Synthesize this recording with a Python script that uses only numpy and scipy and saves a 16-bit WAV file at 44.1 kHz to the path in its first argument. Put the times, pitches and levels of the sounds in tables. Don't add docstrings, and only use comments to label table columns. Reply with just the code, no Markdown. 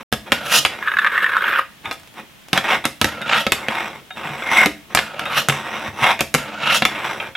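import sys
import numpy as np
from scipy import signal
from scipy.fft import rfft, irfft
from scipy.io import wavfile
from scipy.ndimage import uniform_filter1d

SR = 44100
rng = np.random.default_rng(int(sys.argv[2]) if len(sys.argv) > 2 else 0)


def bounce(signal):
    frames = np.transpose(np.atleast_2d(signal))
    limited = np.clip(frames, -1, 1)
    pcm = np.round(limited * 32767).astype(np.int16)
    wavfile.write(sys.argv[1], SR, pcm)


N = 324576
T = np.arange(N) / SR
HIT_T = T[:SR // 3]


def undb(db):
    return 10 ** (np.asarray(db) / 20)


def unit(x):
    return x / np.sqrt(np.mean(x ** 2))


def blow(x):
    return x / np.sqrt(np.sum(x ** 2) / (SR / 100))


def band(x, low_hz, high_hz):
    edges = [low_hz, min(high_hz, SR / 2 - 10)]
    sos = signal.butter(4, edges, "band", fs=SR, output="sos")
    return signal.sosfilt(sos, x + 1e-18)


def colour(x, points):
    hz, db = np.transpose(points)
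    size = 4096
    bins_hz = np.arange(size // 2 + 1) * SR / size
    response_db = np.interp(np.log(bins_hz + 1), np.log(hz), db)
    cepstrum = irfft(np.log(undb(response_db)))
    cepstrum[1:size // 2] *= 2
    cepstrum[size // 2 + 1:] = 0
    impulse = irfft(np.exp(rfft(cepstrum)))
    return signal.oaconvolve(x, impulse)[:len(x)]


def resonance(x, hz, width_hz):
    return signal.lfilter(*signal.iirpeak(hz, hz / width_hz, fs=SR), x)


def fade(t, t60):
    return np.exp(-np.log(1000) * t / t60)


def burst(t60):
    return rng.standard_normal(len(HIT_T)) * fade(HIT_T, t60)


def flurry(x, t60):
    run = burst(t60) * (rng.random(len(HIT_T)) < 1500 / SR)
    run[0] = 1
    return signal.oaconvolve(x, run)[:len(x)]


def ring(modes, length=1, spread_db=2.0, detune=0.032):
    hz, db, t60 = np.transpose(modes)[:, :, None]
    share, shift, side = rng.standard_normal((3, len(modes), 1))
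    gain = np.sign(side) * undb(db + spread_db * share)
    tones = np.sin(2 * np.pi * hz * (1 + detune * shift) * HIT_T)
    return np.sum(gain * fade(HIT_T, t60 * length) * tones, axis=0)


def walk(rate):
    k = int(SR / rate)
    steps = np.repeat(rng.standard_normal(N // k + 1), k)
    return unit(uniform_filter1d(uniform_filter1d(steps, k), k)[:N])


def song(hz, width_hz):
    phase = 2 * np.pi * np.cumsum(hz) / SR
    return unit(walk(width_hz) * np.sin(phase) + walk(width_hz) * np.cos(phase))


def stroke(start_s, hold_s, rise_db_per_s, fall_db_per_s, slope_db_per_s=0):
    t = T - start_s
    rise = rise_db_per_s * np.minimum(t, 0)
    slope = slope_db_per_s * np.clip(t, 0, hold_s)
    fall = fall_db_per_s * np.maximum(t - hold_s, 0)
    return undb(np.maximum(rise + slope - fall, -160))


def scattered(start_s, length_s, count):
    return start_s + length_s * (np.arange(count) + rng.random(count)) / count


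def add(out, s, sound):
    i = max(int(s * SR), 0)
    out[i:i + len(sound)] += sound[:N - i]


# (frequency [Hz], level [dB])
AIR = [(25, -5), (60, 4), (200, 7), (400, -2.5), (1500, -2.5), (3300, -1.5), (4500, -10), (8000, -13.5),
       (15000, -14.5)]
AIR_DB = -52


def air():
    shared, left, right = (unit(colour(rng.standard_normal(N), AIR)) for _ in range(3))
    return undb(AIR_DB) * (shared + undb(4.5) * np.array([left, right]))


# (low edge [Hz], high edge [Hz], level [dB], t60 [s])
ROOM = [(48, 334, -9.5, 0.38), (374, 1210, -12.5, 0.29), (1550, 5200, -9.5, 0.3), (4320, 13600, -10.5, .34)]


def room(x, first_s=0.0015):
    t = T[:SR * 2 // 3]
    response = 0
    for low_hz, high_hz, db, t60 in ROOM:
        tail = rng.standard_normal(len(t)) * fade(t, t60) * (t > first_s)
        response = response + undb(db) * band(tail / np.linalg.norm(tail), low_hz, high_hz)
    return signal.oaconvolve(x, response)[:N]


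# (frequency [Hz], side level [dB])
WIDTH = [(30, -10), (130, -20), (1200, -20), (2500, -15), (5000, -9), (9000, -7), (15000, -7)]


def stereo(x, scatter_t60=0.066):
    scatter = burst(scatter_t60)
    scattered_sound = signal.oaconvolve(x, scatter / np.linalg.norm(scatter))[:N]
    side = colour(scattered_sound, WIDTH)
    return np.array([x + side, x - side])


# (frequency [Hz], width [Hz], gain [dB])
BOX = [(541.8, 13.7, 1), (661, 5.4, 0), (912, 4.8, -15), (1220, 7.1, -20), (1452, 19, -9), (2330, 16, -21),
       (3540, 38, -21), (5170, 53, -4), (7210, 53, -3), (12600, 89, -7)]


def box(board):
    ringing = sum(undb(db) * resonance(board, hz, width_hz) for hz, width_hz, db in BOX)
    return undb(-1.0) * (board + ringing)


# (time [s], level [dB], pitch [Hz])
BUMPS = [(0.129, -24, 126), (1.869, -35, 103.6), (3.021, -20, 76.2), (4.25, -30, 163), (4.301, -27, 146),
         (4.662, -16, 299), (5.49, -22, 136), (5.882, -29, 100), (6.019, -21.5, 121), (6.346, -19, 162)]


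def booms(t60=0.15, push_s=0.0019):
    out = np.zeros(N)
    for s, db, hz in BUMPS:
        pair = ring([(hz, 0, t60), (1.3 * hz, -7, 0.6 * t60)], detune=0.0038)
        boom = pair * (1 - np.exp(-HIT_T / push_s))
        add(out, s, undb(db) * blow(boom))
    return out


# (frequency [Hz], level [dB])
TICK_COLOUR = [(2000, 6), (4000, -3), (5500, 0), (8000, -3), (10500, -4), (12500, -3.5), (16000, -30)]


def tick(t60=0.011, rattle_db=-18, rattle_t60=0.15):
    return blow(colour(burst(t60) + undb(rattle_db) * burst(rattle_t60), TICK_COLOUR))


# (frequency [Hz], level [dB], t60 [s] before each hit scales it)
DECK = [(651, -3.5, 0.018), (773, -7, 0.12), (920, -6, 0.039), (1138, -8, 0.016), (1294, -6, 0.14),
        (1466, -1.5, 0.041), (1633, 1.5, 0.048), (1892, 4, 0.012), (2153, 5.5, 0.017), (2428, 6, 0.018),
        (2672, 4, 0.024), (2812, -3.5, 0.043), (3270, -0.5, 0.039), (3644, -5.5, 0.08), (3810, -2.5, 0.016)]
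# (time [s], deck level [dB], hard tick level [dB])
TAPS = [(1.855, -22, -42), (1.912, -20, -34), (1.927, -40, -32), (2.485, -45, -39.5), (2.841, -20.5, -39),
        (3.216, -23.5, -33), (3.279, -25, -42), (3.312, -21, -48), (3.331, -12, -44), (4.105, -28, -48),
        (4.422, -23, -58), (5.255, -21.5, -39), (6.192, -19.5, -32.5), (7.2, -20, -47), (7.351, -21, -62)]
CARRY_S, CARRY_LENGTH_S, CARRY_DECK_DB, CARRY_TICK_DB = 1.98, 0.18, -52, -45.5


def taps():
    out = np.zeros(N)
    moments = scattered(CARRY_S, CARRY_LENGTH_S, count=4)
    clicks = [(s, CARRY_DECK_DB, CARRY_TICK_DB) for s in moments]
    for s, deck_db, tick_db in TAPS + clicks:
        scuff = blow(flurry(ring(DECK, length=0.91), t60=0.054))
        add(out, s, undb(deck_db) * scuff + undb(tick_db) * tick(t60=0.0057))
    return out


# (frequency [Hz], level [dB], t60 [s] before each hit scales it)
TABLE = [(72.6, -16, 0.47), (111, -11, 0.13), (138.3, 1.5, 0.12), (213, 7, 0.21), (204, 3.5, 0.087),
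         (293.3, 1, 0.23), (348, -3.5, 0.08), (457, -0.5, 0.1), (545, -1.5, 0.17)]
# (time [s], deck clack level [dB], table thud level [dB], hard tick level [dB])
CLACKS = [(0.1256, -15.5, -19, -16.5), (0.1352, -22, -29, -25), (0.3199, -8.5, -17, -17.5),
          (0.3264, -17, -25, -18), (0.6505, -7.5, -36, -21), (0.662, -19, -51, -23.5),
          (2.5308, -12, -18, -17), (2.5765, -10, -25, -20.5), (2.8534, -13.5, -18.5, -15),
          (3.0143, -11.5, -18, -14.5), (3.0443, -11, -17, -16.5), (3.4663, -15, -18, -25),
          (3.5205, -10, -22.5, -12.5), (3.6842, -15.5, -23, -31), (4.6593, -14, -17, -17.5),
          (4.949, -12, -20.5, -10), (4.9728, -10, -30, -26), (4.9892, -13, -43, -23),
          (5.1941, -20.5, -35, -30.5), (5.486, -13.5, -20, -12.5), (5.497, -12, -24, -35),
          (6.2074, -14, -17.5, -14.5), (6.3415, -13.5, -24, -15.5), (6.348, -12.5, -18.5, -13),
          (6.8219, -11, -18.5, -28), (6.852, -9.5, -26, -16)]
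REBOUND_S, REBOUND_DB = 0.007, -10.5


def clacks():
    out = np.zeros(N)
    for s, deck_db, thud_db, tick_db in CLACKS:
        crack = blow(band(burst(0.031), 653, 3730))
        deck = blow(blow(ring(DECK, length=0.63)) + undb(-2) * crack)
        wood = blow(ring(TABLE, length=0.5, spread_db=2, detune=0.08))
        thud = blow(wood + undb(-3) * blow(band(burst(0.04), 85, 600)))
        add(out, s, undb(deck_db) * deck + undb(thud_db) * thud + undb(tick_db) * tick())
        rebound_s = s + REBOUND_S * (0.5 + rng.random())
        add(out, rebound_s, undb(deck_db + REBOUND_DB) * deck)
    return out


GRIT_PER_S, GRIT_DB = 120, -8


def contact(spectrum, grains_per_s, grain_db, judder_db):
    hits = rng.random(N) < grains_per_s / SR
    sizes = undb(grain_db * np.minimum(rng.exponential(size=N), 4))
    grains = hits * rng.choice([-1, 1], N) * sizes
    grains = grains * undb(judder_db * walk(140))
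    surface = colour(grains, spectrum)
    wood = signal.oaconvolve(grains, ring(TABLE, detune=0.0032))[:N]
    rumble = unit(band(surface, 99, 428)) + undb(-4.5) * unit(wood)
    nicks = (rng.random(N) < GRIT_PER_S / SR) * rng.choice([-1, 1], N)
    jolts = unit(surface) + undb(GRIT_DB) * unit(colour(nicks, spectrum))
    modes = sum(undb(db + 9 * np.tanh(walk(22))) * resonance(jolts, hz, 110) for hz, db, _ in DECK)
    body = unit(band(jolts, 530, 7700)) + undb(-1) * unit(modes)
    glint_hz = rng.uniform(5000, 14000, size=14)
    glints = sum(undb(10 * np.tanh(walk(16))) * resonance(surface, hz, 160) for hz in glint_hz)
    hiss = unit(band(surface, 4220, 17300)) + undb(-2) * unit(band(glints, 3800, 19400))
    return unit(rumble), unit(body), unit(hiss)


CHATTER_HZ, CHATTER_GRIP_S, CHATTER_DB = 10.66, 0.97, 3


def chatter(s):
    return CHATTER_DB * np.cos(2 * np.pi * CHATTER_HZ * (s - CHATTER_GRIP_S))


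# (frequency [Hz], level [dB])
SKID_COLOUR = [(80, -36), (400, -19), (530, -13), (750, -18), (1100, -3), (1600, 1.5), (2100, -11),
               (3500, -19), (4600, -32.5), (9500, -41.5), (12500, -34), (15000, -41)]
# (time [s], pitch [Hz])
SKID_PITCH = [(0.82, 1700), (1.27, 1725), (1.43, 1335), (1.54, 1500), (1.6, 1220)]
# (time [s], level [dB])
SLIPS = [(0.875, -16), (0.969, -12), (0.987, -9), (1.046, -11.5), (1.07, -11), (1.153, -17), (1.178, -11),
         (1.243, -10.5), (1.262, -15.5), (1.367, -9.5), (1.441, -19), (1.591, -11.5)]
SKID_S, SKID_LENGTH_S, SKID_DB, SKID_GROWTH_DB_PER_S = 0.82, 0.775, -27, 13
SMALL_SLIP_DB, SMALL_SLIP_SPREAD_DB = -19.5, 3
ROLL_ATTACK_DB_PER_S, ROLL_RELEASE_DB_PER_S = 1100, 504


def skidding():
    rumble, body, hiss = contact(SKID_COLOUR, grains_per_s=1500, grain_db=0.0, judder_db=2.5)
    drag = undb(SKID_DB) * stroke(SKID_S, SKID_LENGTH_S, ROLL_ATTACK_DB_PER_S,
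                                  ROLL_RELEASE_DB_PER_S, SKID_GROWTH_DB_PER_S)
    out = (undb(-21.5) * rumble + body * undb(chatter(T)) + undb(-22) * hiss) * drag
    small = []
    for s in scattered(SKID_S, SKID_LENGTH_S, count=22):
        small.append((s, SMALL_SLIP_DB + chatter(s) + SMALL_SLIP_SPREAD_DB * rng.standard_normal()))
    for s, db in SLIPS + small:
        hz = np.interp(s, *np.transpose(SKID_PITCH))
        chirp = ring([(hz, 0, 0.02), (0.714 * hz, -9, 0.014), (2.175 * hz, -14, 0.01)], detune=0.036)
        shake = undb(-13.5) * blow(ring(DECK, length=1.0))
        stutter = blow(band(flurry(blow(chirp) + shake, t60=0.022), 956, 3650))
        add(out, s, undb(db) * (stutter + undb(-29) * tick(t60=0.022)))
    return out


SETTLE_DB, SETTLE_HISS_DB, SETTLE_DB_PER_S = -25.5, -34, 102
BITE_SAG_DB_PER_S, GRIND_RELEASE_DB_PER_S = -39, 466
HISS_SWELL_DB_PER_S, HISS_HOLD_S, HISS_RELEASE_DB_PER_S = 225, 0.0067, 404
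EDGE_TOP_HZ, EDGE_SAG_HZ_PER_S, SONG_SWELL_DB_PER_S = 1410, 900, 102
SCREECH_HZ, SCREECH_RISE_HZ_PER_S, SCREECH_DB = 2750, 5500, -3.5
# (frequency [Hz], level [dB])
GRIND_COLOUR = [(35, -66), (60, -37), (209, -28.5), (390, -38.5), (539, -16.5), (591, -12), (982, -1),
                (1080, -6), (1330, 3), (1830, -5), (2840, -4.5), (4730, -18), (7330, -19), (12800, -28.5),
                (15000, -34)]
# (landing time [s], hardest bite time [s], bite length [s], level [dB],
# swell [dB/s], hiss level [dB], song level [dB], song pitch [Hz])
GRINDS = [(0.321, 0.544, 0.026, -14.5, 185, -12.5, -24.5, 1253),
          (3.071, 3.322, 0.078, -11.5, 250, -23.5, -24.5, 1340),
          (5.013, 5.371, 0.017, -13.5, 132, -22.5, -25, 1140),
          (6.384, 6.704, 0.055, -11.5, 118, -18, -28, 1320)]


def grinding():
    rumble, body, hiss = contact(GRIND_COLOUR, grains_per_s=8000, grain_db=1.5, judder_db=3.5)
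    force = bite = edge = 0
    for land_s, bite_s, length_s, db, swell, hiss_db, song_db, song_hz in GRINDS:
        on_edge = T > land_s
        settle = stroke(land_s, 0, ROLL_ATTACK_DB_PER_S, SETTLE_DB_PER_S)
        press = stroke(bite_s, length_s, swell, GRIND_RELEASE_DB_PER_S, BITE_SAG_DB_PER_S)
        run_off_s = bite_s + length_s - HISS_HOLD_S / 2
        run_off = stroke(run_off_s, HISS_HOLD_S, HISS_SWELL_DB_PER_S, HISS_RELEASE_DB_PER_S)
        force = force + undb(SETTLE_DB) * settle + undb(db) * press * on_edge
        bite = bite + undb(SETTLE_HISS_DB) * settle ** 2 + undb(hiss_db) * run_off * on_edge
        hz = np.clip(song_hz - EDGE_SAG_HZ_PER_S * (T - bite_s), song_hz, EDGE_TOP_HZ)
        hz = hz * (1 + 0.035 * walk(25))
        song_swell = stroke(bite_s, length_s, SONG_SWELL_DB_PER_S, GRIND_RELEASE_DB_PER_S)
        sings = undb(song_db) * song_swell * on_edge + undb(-34.5) * settle
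        screech_hz = SCREECH_HZ + SCREECH_RISE_HZ_PER_S * np.clip(T - bite_s, -0.15, 0.15)
        screech = undb(hiss_db + SCREECH_DB) * run_off * on_edge * song(screech_hz, width_hz=700)
        edge = edge + sings * song(hz, width_hz=170) + screech
    rasp = unit(band(body, 2280, 4800))
    treble = undb(-1.5) * hiss + undb(-3.5) * rasp
    return undb(-26) * rumble * force ** 0.33 + undb(-2.5) * body * force + treble * bite + edge


SURGE_DB = 1.0
WHIRR_HZ_PER_DB = 2.5
# (frequency [Hz], level [dB])
ROLL_COLOUR = [(35, 10), (60, -35.5), (199, -17.5), (390, -12), (480, -8), (577, -3.5), (895, 3),
               (1710, -4), (2110, -3.5), (2980, -10.5), (3660, -9.5), (4410, -26), (5430, -17.5),
               (11600, -30.5), (15000, -30)]
# (start time [s], length [s], level [dB], change [dB/s])
ROLLS = [(0, 0.01, -34.5, 0), (0.267, 0.018, -31.5, -120), (0.692, 0.13, -29, -43), (1.847, 0.059, -34, 30),
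         (2.163, 0.037, -33.5, 0), (2.557, 0.02, -14.5, -150), (2.644, 0.012, -25.5, 0),
         (3.552, 0.44, -29.5, -14.5), (3.711, 0.17, -23, -29), (4.171, 0.23, -27, -12),
         (4.908, 0.022, -37, 60), (5.516, 0.19, -23, -33), (5.73, 0.15, -24, 9), (6.885, 0.18, -27.5, 13),
         (7.047, 0.24, -22.5, -35)]
# (top speed time [s], held [s], level [dB], swell [dB/s],
# whirr pitch [Hz], whirr level [dB], bearing hiss level [dB])
PUSHES = [(2.703, 0.053, -13, 300.5, 970, -30, -56), (4.57, 0.067, -11.5, 130, 2130, -16, -36.5),
          (6.038, 0.072, -10.5, 310, 927, -20, -44)]


def rolling():
    rumble, body, hiss = contact(ROLL_COLOUR, grains_per_s=2400, grain_db=3.0, judder_db=1.7)
    speed = whirr = 0
    for s, length_s, db, change in ROLLS:
        roll = stroke(s, length_s, ROLL_ATTACK_DB_PER_S, ROLL_RELEASE_DB_PER_S, change)
        speed = speed + undb(db) * roll
    speed = speed * undb(SURGE_DB * walk(30))
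    for s, held_s, db, swell, whirr_hz, whirr_db, hiss_db in PUSHES:
        push = stroke(s, held_s, swell, ROLL_RELEASE_DB_PER_S)
        speed = speed + undb(db) * push
        hz = whirr_hz + WHIRR_HZ_PER_DB * 20 * np.log10(push)
        whirr = whirr + push * (undb(whirr_db) * song(hz, width_hz=300) + undb(hiss_db) * hiss)
    low = undb(-25) * rumble * speed ** 0.5
    return low + undb(-1.5) * body * speed + undb(-22.5) * hiss * speed ** 0.84 + whirr


def scene():
    board = box(booms() + taps() + clacks() + skidding() + grinding() + rolling())
    board = signal.sosfilt(signal.butter(2, 55, "high", fs=SR, output="sos"), board)
    return stereo(board + room(board)) + air()


# (from [s], to [s])
DROPOUT = (0.031, 0.118)
TOP_HZ = 15900


def record(dry, ceiling=1.12):
    rounded = dry / (1 + (dry / ceiling) ** 4) ** (1 / 4)
    live = (T < DROPOUT[0]) | (T > DROPOUT[1])
    low_pass = signal.ellip(8, 0.2, 70, TOP_HZ, fs=SR, output="sos")
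    return signal.sosfilt(low_pass, rounded * live)


dry = scene()
out = record(dry)
bounce(out)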